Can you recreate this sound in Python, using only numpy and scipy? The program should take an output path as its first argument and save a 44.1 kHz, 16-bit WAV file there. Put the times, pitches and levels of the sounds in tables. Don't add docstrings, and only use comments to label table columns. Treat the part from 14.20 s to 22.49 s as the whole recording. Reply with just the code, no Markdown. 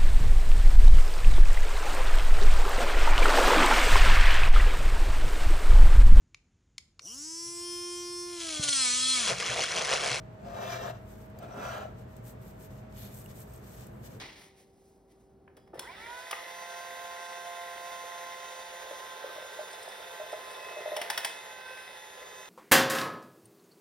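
import sys
import numpy as np
from scipy import signal
from scipy.fft import rfft, irfft
from scipy.io import wavfile

SR = 44100
rng = np.random.default_rng(int(sys.argv[2]) if len(sys.argv) > 2 else 0)


def bounce(signal):
    frames = np.transpose(np.atleast_2d(signal))
    limited = np.clip(frames, -1, 1)
    pcm = np.round(limited * 32767).astype(np.int16)
    wavfile.write(sys.argv[1], SR, pcm)


N = 365588
TIME = np.arange(N) / SR
FREQS = np.fft.rfftfreq(N, 1 / SR)
SWITCH_ON_S, TOP_TURNS_PER_S = 1.572, 175.05

# time_s, level_db
AIR_CURVE = [(2.2, 0), (2.7, 0.5), (7.0, 1), (7.8, -2), (8.29, -4)]

def motor():
    speed, far = shaft_speed(), distance()
    slow = 1 - speed / TOP_TURNS_PER_S
    wander = .0009 * far ** 2 * drift(14)
    flutter = .0006 * drift(90)
    shudder = .03 * slow * drift(90)
    angle = 2 * np.pi * np.cumsum(speed * (1 + wander + flutter + shudder)) / SR
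    air_db = in_time(AIR_CURVE) - 12 * slow
    gears_db = air_db + 5.5 * np.minimum(far, 1) ** 2 + (1 + 1.5 * far) * drift(45)
    powered = np.clip((TIME - SWITCH_ON_S) / .0067, 0, 1)
    return powered * (fan(angle, air_db) + housing(angle, slow, gears_db) + whine(angle, speed))


def shaft_speed(spin_up_s=.114, creep_s=.31, creep_share=.108, sag_turns_per_s2=.575):
    age = np.maximum(TIME - SWITCH_ON_S, 0)
    lacking = (1 - creep_share) * np.exp(-age / spin_up_s) + creep_share * np.exp(-age / creep_s)
    return TOP_TURNS_PER_S * (1 - lacking) - sag_turns_per_s2 * age


def whine(angle, speed, fades_per_s=4.5):
    running, far = np.median(speed), distance()
    slow = np.clip(1 - speed / running, 1e-4, .999)
    flutters_db = [(1.51 + 8 * np.minimum(slow, .3)) * drift(30) for _ in range(7)]
    echoes = [far ** 2 / np.sqrt(2) * (drift(fades_per_s) + 1j * drift(fades_per_s)) for _ in range(17)]
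    out, partial, turn = np.zeros((2, N)), np.ones(N, complex), np.exp(1j * angle)
    for k in range(1, 92):
        partial = partial * turn
        level_db = partial_db(k, running, slow, far)
        level_db = spin_up_db(level_db, k, speed, slow) + flutters_db[k % len(flutters_db)]
        echo_gain = from_db(1 if k > 15 and k not in UNEVEN_PARTIALS else -7.5)
        echo_phase, own_phase = np.exp(2j * np.pi * rng.random(2))
        paths = 1 + echo_gain * echo_phase * echoes[k % len(echoes)]
        paths /= np.sqrt(1 + (echo_gain * far ** 2) ** 2)
        out += lean(k * running) * (from_db(level_db) * (partial * own_phase * paths).real)
    return np.sqrt(2) * out


UNEVEN_PARTIALS = { 4: [(1.6, -60), (1.95, -50), (2.5, -48.5), (3.6, -47.5), (4.4, -53), (4.9, -60),
                   (5.4, -63), (5.7, -58.5), (6.3, -59), (6.8, -51), (7.6, -73)], 6: [(2.5, -49.5),
                   (3.2, -48.5), (4.1, -48), (4.5, -53), (4.9, -49.5), (5.35, -57), (5.6, -55),
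                   (6.05, -55.5), (6.65, -50.5), (7.1, -61), (7.3, -55), (7.68, -66), (7.9, -57),
                   (8.29, -62)], 9: [(1.7, -60), (1.76, -62), (1.96, -50), (2.25, -67), (2.48, -52),
                   (2.85, -56), (3.2, -51.5), (3.9, -60), (4.55, -58.5), (5.12, -51.5), (5.75, -63),
                   (6.0, -56), (6.4, -72), (6.8, -63), (7.25, -59), (7.53, -48.5), (7.8, -65)],
                   36: [(1.7, -85), (2.2, -75), (2.4, -58.5), (3.4, -61.5), (4.2, -58), (5.75, -67),
                   (5.95, -65), (7.9, -71), (8.15, -62)]}
# harmonic, near_db, far_db, swing_db, crest_s, period_s
SWELLING_PARTIALS = [(12, -56, -65, 8.5, 6.93, 3.37), (15, -60.5, -60, 6.5, 6.96, 3.78)]
# harmonic, near_db, far_db
PLAIN_PARTIALS = [(3, -44.5, -62), (5, -49.5, -60.5), (8, -49.5, -68.5), (10, -70, -62.5), (27, -56, -75),
                  (30, -67, -71.5), (33, -54, -73), (42, -62, -71.5), (51, -66, -74), (66, -66.5, -69.5),
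                  (69, -65, -74.5)]
# freq_hz, level_db
BRUSH_BUZZ = [(170, -80), (350, -95), (2500, -89), (3500, -69), (4300, -77), (6500, -67), (9000, -76.5),
              (11500, -75.5), (13000, -75.5), (16000, -90)]

def partial_db(k, running, slow, far):
    if k in UNEVEN_PARTIALS:
        return in_time(UNEVEN_PARTIALS[k])
    for table, standstill_db in ((SWELLING_PARTIALS, -22), (PLAIN_PARTIALS, -62)):
        for harmonic, *field in table:
            if round(harmonic) == k:
                return receding_db(*field) + standstill_db * slow
    pole_db = 7 * (k % 3 == 0)
    worn_brush_db = 1.5 * (k > 44) * rng.standard_normal()
    return at_hz(BRUSH_BUZZ, k * running) - 1.5 + pole_db + worn_brush_db - 2.5 * far - 48 * slow


# freq_hz, width_hz, boost_db
SWEPT_RESONANCES = [(1026, 65, 13), (2275, 84, 12.5)]

def spin_up_db(level_db, k, speed, slow, build_up_s=.99, critical_turns_per_s=160.1):
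    if k < 9:
        level_db = level_db - 13 * np.clip(1 - (TIME - SWITCH_ON_S) / build_up_s, 0, 1)
    if k == 6:
        level_db = level_db + 12.5 * bell(speed, critical_turns_per_s, width=7.2)
    if k in (12, 15, 18, 21):
        inrush_db = -62 + 20 * np.log10(4 * slow * (1 - slow)) - .5 * (k - 12)
        level_db = np.maximum(level_db, inrush_db)
    if k in (9, 12, 15, 18, 21):
        level_db = level_db + sum(db * bell(k * speed, hz, width) for hz, width, db in SWEPT_RESONANCES)
    return level_db


# freq_hz, density_db_per_hz
AIR_SPECTRUM = [(60, -110), (200, -104), (320, -94), (450, -84.5), (620, -81), (950, -79.5), (1200, -89),
                (1500, -82), (2400, -87.5), (3100, -86.5), (3900, -86.5), (4400, -94), (5300, -93),
                (6200, -102), (15500, -106)]
# freq_hz, likeness
STEREO_LIKENESS = [(200, 1), (2700, 0.04), (6500, 1)]

def fan(angle, level_db):
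    air = noise(from_db(at_hz(AIR_SPECTRUM, FREQS)) * lean(FREQS), alike=at_hz(STEREO_LIKENESS, FREQS))
    return from_db(level_db) * air * chatter(angle, per_turn=.039, per_pole=.09, uneven_db=1.2)


# freq_hz, width_hz, density_db_per_hz
HOUSING_MODES = [(1949, 194, -74.5), (3570, 195, -86.5)]

def housing(angle, slow, gears_db):
    low_ring, high_ring = [noise(from_db(db) * peak(hz, width), alike=1)
                           for hz, width, db in HOUSING_MODES]
    rattle_db = receding_db(near_db=3, far_db=-3, swing_db=2.5, crest_s=7, period_s=3.5)
    rattle = from_db(rattle_db) * low_ring * chatter(angle, per_turn=.45, per_pole=.15, uneven_db=2)
    rasp = from_db(gears_db) * high_ring * np.exp(np.cos(angle) / np.pi)
    return from_db(-9 * slow) * (rattle + rasp)


def chatter(angle, per_turn, per_pole, uneven_db):
    spurts = np.exp(per_turn * np.cos(angle) + per_pole * np.cos(3 * angle))
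    spurts *= from_db(uneven_db * drift(110))
    return spurts / np.sqrt(np.mean(spurts ** 2))


# time_s, far_share
PATH = [(4.2, 0.57), (5.2, 0.75), (6.4, 0.87), (7.4, 1.04), (8.29, 1.08)]
PATH_START_S = PATH[0][0]

def distance():
    return in_time(PATH)


def receding_db(near_db, far_db, swing_db=0, crest_s=0, period_s=1):
    far = distance()
    standing_wave = np.cos(2 * np.pi * (np.maximum(TIME, PATH_START_S) - crest_s) / period_s)
    return near_db * (1 - far) + far_db * far + swing_db * standing_wave


# freq_hz, right_over_left_db
MOTOR_BALANCE = [(250, -1), (700, 3.5), (1400, 5), (2000, 1), (5000, 1.5)]

def lean(hz):
    return from_db(np.array([[-.5], [.5]]) * at_hz(MOTOR_BALANCE, hz))


# time_s, level_db
ROLL_CURVE = [(2.4, -48), (4.4, -16), (4.7, -3.5), (5.2, -1), (5.95, -5), (6.7, 2.5), (7.3, -7), (7.8, -9),
              (8.1, -1.5), (8.29, -10.5)]
# freq_hz, density_db_per_hz
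ROLL_SPECTRUM = [(80, -104), (280, -102.5), (420, -76.5), (600, -75), (800, -90.5), (1300, -82.5),
                 (3000, -115)]

def wheels(lumpy_db=2.5):
    level_db = in_time(ROLL_CURVE) + lumpy_db * drift(45)
    return from_db(level_db) * coloured(ROLL_SPECTRUM, alike=at_hz(STEREO_LIKENESS, FREQS))


def rib_knocks(per_s=10, ring_db=-4):
    slots_s = np.arange(PATH_START_S, TIME[-1] - 1 / per_s, 1 / per_s)
    late, strength, detune = rng.uniform(-1, 1, (len(slots_s), 3)).T
    start_s = slots_s + .5 * late / per_s
    level_db = np.interp(start_s, *np.transpose(ROLL_CURVE)) - 8 + 3 * strength
    pitch_hz = 480 + 90 * detune
    return [(s, db, ring_db, hz) for s, db, hz in zip(start_s, level_db, pitch_hz)]


# start_s, level_db, ring_over_thud_db, pitch_hz
LOUD_BUMPS = [(1.37, -3, 0, 236), (1.532, 2, 0, 350), (1.554, -1, 1, 496), (1.577, -1.5, 2, 514),
              (3.837, -.5, 0, 506), (4.619, 0, -1, 520), (4.709, 4.5, 2, 560), (5.04, 3.5, 3, 525),
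              (5.159, -1, -4, 608), (5.18, 1.5, -2, 533), (5.221, -.5, -4, 480), (5.389, 0, 5, 612),
              (5.676, 7.5, -10, 790), (5.997, -1, 7, 622), (6.127, 6.5, -1.5, 622), (6.567, -1, 5, 606),
              (6.603, 2, -1, 400), (6.657, 1.5, 6, 612), (6.717, 3.5, 5, 605), (6.769, 2.5, 5.5, 604),
              (7.506, -3.5, 2, 533)]
# pitch_ratio, level_db, t60_share
SHELL_MODES = [(.68, -48, .5), (1, -37, 1.2), (1.07, -44, 1.2), (1.33, -45, .5)]
# freq_hz, density_db_per_hz
THUD_SPECTRUM = [(40, -108), (230, -102), (440, -75), (800, -75.5), (1200, -85), (2500, -107), (6000, -130)]

def bumps(knocks, damped_t60_s=.055, resonant_t60_s=.13, shell_hz=618):
    ring, thud, age = np.zeros(N + SR), np.zeros(N), TIME[:SR // 2]
    for s, db, ring_db, hz in LOUD_BUMPS + knocks:
        start = int(s * SR)
        t60_s = damped_t60_s + (resonant_t60_s - damped_t60_s) * bell(hz, shell_hz, width=25)
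        thud += from_db(db) * burst(s, t60_s, rise_s=.0009, hold_s=.005)
        attack = 1 - np.exp(-age * hz)
        for ratio, mode_db, share in SHELL_MODES:
            decay = from_db(db + ring_db + mode_db - 60 * age / (share * t60_s))
            ring[start:start + len(age)] += attack * decay * np.sin(2 * np.pi * ratio * hz * age)
    bass_cut = signal.butter(5, 320, "high", fs=SR, output="sos")
    return signal.sosfilt(bass_cut, thud * coloured(THUD_SPECTRUM, alike=.83) + ring[:N])


# start_s, body_db, crack_db
RATCHET_SNAPS = [(6.7647, .5, -6), (6.814, 2.5, -6), (6.8999, 4, 0), (6.9752, 4.5, .5), (7.046, 4.5, 1.5)]
# freq_hz, density_db_per_hz
RATCHET_SPECTRUM = [(100, -100), (400, -74.5), (650, -69.5), (880, -58), (1200, -74), (1950, -63),
                    (2400, -73), (3200, -69), (4500, -102), (9000, -100)]

def ratchet(t60_s=.032):
    return snaps([(*row, t60_s) for row in RATCHET_SNAPS], RATCHET_SPECTRUM, shiver_db=-16)


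# start_s, body_db, crack_db, t60_s
BUTTON_CLICKS = [(1.277, -22, -62, 0.01), (1.367, -29, -30.5, .059), (1.474, -32, -43, .033),
                 (1.542, -29, -34, 0.25), (1.5925, -7.5, -4, 0.014), (2.11, -6, -4, .021),
                 (2.1275, 2, -34, 0.022)]
# freq_hz, density_db_per_hz
BUTTON_SPECTRUM = [(200, -95), (500, -69.5), (1000, -64.5), (1900, -62.5), (3300, -76), (4500, -109),
                   (9000, -100)]
# pitch_hz, level_db
SPRING_TONES = [(3330, -76), (4950, -74)]

def button():
    tones = sum(from_db(db) * np.sin(2 * np.pi * hz * TIME) for hz, db in SPRING_TONES)
    spring = burst(start_s=1.368, t60_s=.42, rise_s=.002) * tones
    return snaps(BUTTON_CLICKS, BUTTON_SPECTRUM, shiver_db=-33) + spring


# freq_hz, density_db_per_hz
CRACK_SPECTRUM = [(1000, -131), (2500, -72.5), (3400, -65), (4400, -73), (5200, -64), (6500, -75.5),
                  (9000, -69), (12000, -74), (15500, -78)]

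def snaps(rows, body_spectrum, shiver_db):
    body, crack = np.zeros(N), np.zeros(N)
    for s, body_db, crack_db, t60_s in rows:
        shape = burst(s, t60_s, rise_s=.0008, hold_s=.0042)
        shape += from_db(shiver_db) * burst(s, t60_s=.16, rise_s=.0099)
        body += from_db(body_db) * shape
        crack += from_db(crack_db) * shape
    return body * coloured(body_spectrum, alike=.65) + crack * coloured(CRACK_SPECTRUM, alike=.9)


def ticks(knocks, relative_db=-14, spread_db=3):
    shape = np.zeros(N)
    for s, db, *_ in knocks:
        shape += from_db(db + rng.normal(relative_db, spread_db)) * burst(s, t60_s=.014, rise_s=.0002)
    return shape * coloured(CRACK_SPECTRUM, alike=1)


# start_s, level_db
AXLE_CHIRPS = [(5.51, -3), (5.528, 1), (5.628, 2.5), (5.6857, 1), (6.12, 0), (6.311, -5)]
# freq_hz, width_hz, density_db_per_hz
AXLE_MODES = [(5130, 520, -81.5), (8570, 1040, -79.5)]

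def axles():
    shape = sum(from_db(db) * burst(s, t60_s=.034, rise_s=.0014, hold_s=.0042) for s, db in AXLE_CHIRPS)
    resonances = sum(from_db(db) * peak(hz, width) for hz, width, db in AXLE_MODES)
    return shape * noise(resonances, alike=.85)


# crest_s, rub_db, hiss_db, swell_s, t60_s
RUSTLE_STROKES = [(.01, 10, -1, 0.03, 0.7), (.24, -10, 2, 0.077, 0.28), (.395, -14.5, -1, .028, 0.31),
                  (.69, -27, -9, 0.15, 0.77), (.92, -20.5, -10.5, 0.029, 0.28), (1.01, -33, -15, .02, 0.65)]
# freq_hz, density_db_per_hz
RUB_SPECTRUM = [(50, -85.5), (200, -86), (600, -89), (900, -87), (1450, -95), (2000, -84.5), (2700, -91.5),
                (3600, -90.5), (5500, -96), (12000, -115)]
# freq_hz, density_db_per_hz
HISS_SPECTRUM = [(1500, -120), (5500, -102), (10000, -103), (16000, -112)]

def rustle(grain_db=1):
    rub, hiss = np.zeros(N), np.zeros(N)
    for s, rub_db, hiss_db, swell_s, t60_s in RUSTLE_STROKES:
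        stroke = bell(np.minimum(TIME, s), s, swell_s) * from_db(-60 * np.maximum(TIME - s, 0) / t60_s)
        rub += from_db(rub_db) * stroke
        hiss += from_db(hiss_db) * stroke
    rub = rub * coloured(RUB_SPECTRUM, alike=np.maximum(at_hz(STEREO_LIKENESS, FREQS), .55))
    hiss = hiss * coloured(HISS_SPECTRUM, alike=.99)
    return (rub + hiss) * from_db(grain_db * drift(102))


# freq_hz, density_db_per_hz
RUMBLE_SPECTRUM = [(20, -102), (48, -85.5), (100, -89), (200, -90), (420, -91), (800, -99), (1300, -110),
                   (2500, -122), (15000, -130)]
# time_s, level_db
RUMBLE_CURVE = [(0, -3.5), (1.85, 3), (2.0, -8.5), (8.29, -8)]
# pitch_hz, level_db
HUM_TONES = [(193.8, -77), (387.6, -65), (775.2, -75)]

def room_tone(waver_db=.9):
    rumble_db, hum = in_time(RUMBLE_CURVE), np.zeros(N)
    for hz, db in HUM_TONES:
        level_db = db + .32 * rumble_db + waver_db * drift(9.1)
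        hum += np.sqrt(2) * from_db(level_db) * np.sin(2 * np.pi * hz * TIME)
    return from_db(rumble_db) * coloured(RUMBLE_SPECTRUM, alike=.92) + hum


def room(x, t60_s, wet_db, wall_hz=9700, side=.32):
    age = TIME[:SR // 2]
    envelope = from_db(-60 * age / t60_s) * (1 - np.exp(-age / .002))
    common, apart = rng.standard_normal((2, len(age))) * envelope
    tail = common + side * apart * np.array([[1], [-1]])
    dull = np.exp(-2 * np.pi * wall_hz / SR)
    tail = signal.lfilter([1 - dull], [1, -dull], tail / np.sqrt(np.sum(tail ** 2) / 2))
    return x + from_db(wet_db) * signal.fftconvolve(x, tail, axes=1)[:, :N]


def from_db(db):
    return 10 ** (np.asarray(db) / 20)


def in_time(curve):
    return np.interp(TIME, *np.transpose(curve))


def at_hz(points, hz):
    freqs, values = np.transpose(points)
    return np.interp(np.log(np.maximum(hz, 1)), np.log(freqs), values)


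def bell(x, centre, width):
    return np.exp(-((x - centre) / width) ** 2)


def peak(hz, width_hz):
    return 1 / np.sqrt(1 + (2 * (FREQS - hz) / width_hz) ** 4)


def drift(per_s):
    knots = rng.standard_normal(1024)
    return np.interp(TIME * per_s, np.arange(8192) / 8, signal.resample(knots, 8192))


def noise(gain, alike):
    mid, side = rfft(rng.standard_normal((2, N)))
    alike = np.clip(alike, 0, 1)
    pair = np.sqrt(1 + alike) * mid + np.sqrt(1 - alike) * side * np.array([[1], [-1]])
    return irfft(pair * gain, N) * np.sqrt(SR) / 2


def coloured(spectrum, alike):
    return noise(from_db(at_hz(spectrum, FREQS)), alike)


def burst(start_s, t60_s, rise_s, hold_s=0):
    out, start = np.zeros(N), int(start_s * SR)
    age = TIME[:min(SR // 2, N - start)]
    fall = from_db(-60 * np.maximum(age - hold_s, 0) / t60_s)
    out[start:start + len(age)] = (1 - np.exp(-age / rise_s)) * fall
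    return out


def scene():
    plastic = button() + ratchet()
    knocks = rib_knocks()
    clicks = room(plastic + ticks(knocks) + axles(), t60_s=.4, wet_db=-4.5)
    thumps = room(bumps(knocks), t60_s=.3, wet_db=-9)
    return motor() + wheels() + clicks + thumps + rustle() + room_tone()


# freq_hz, right_lead_rad
PORT_LEAD = [(0, 0), (1100, 1), (2000, -.3), (3100, -1), (4000, -.5), (5200, -.3), (7000, -3),
             (7500, -3.25), (8300, -4.3), (10300, -6.3), (13700, -9.4), (16000, -12.2)]

def record(dry, low_hz=40, high_hz=16000):
    lead_rad = np.interp(FREQS, *np.transpose(PORT_LEAD))
    ports = irfft(rfft(dry) * np.exp(1j * lead_rad * np.array([[-.5], [.5]])), N)
    ports = signal.sosfilt(signal.butter(4, low_hz, "high", fs=SR, output="sos"), ports)
    return signal.sosfilt(signal.ellip(10, .1, 80, high_hz, fs=SR, output="sos"), ports)


dry = scene()
out = record(dry)
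bounce(out)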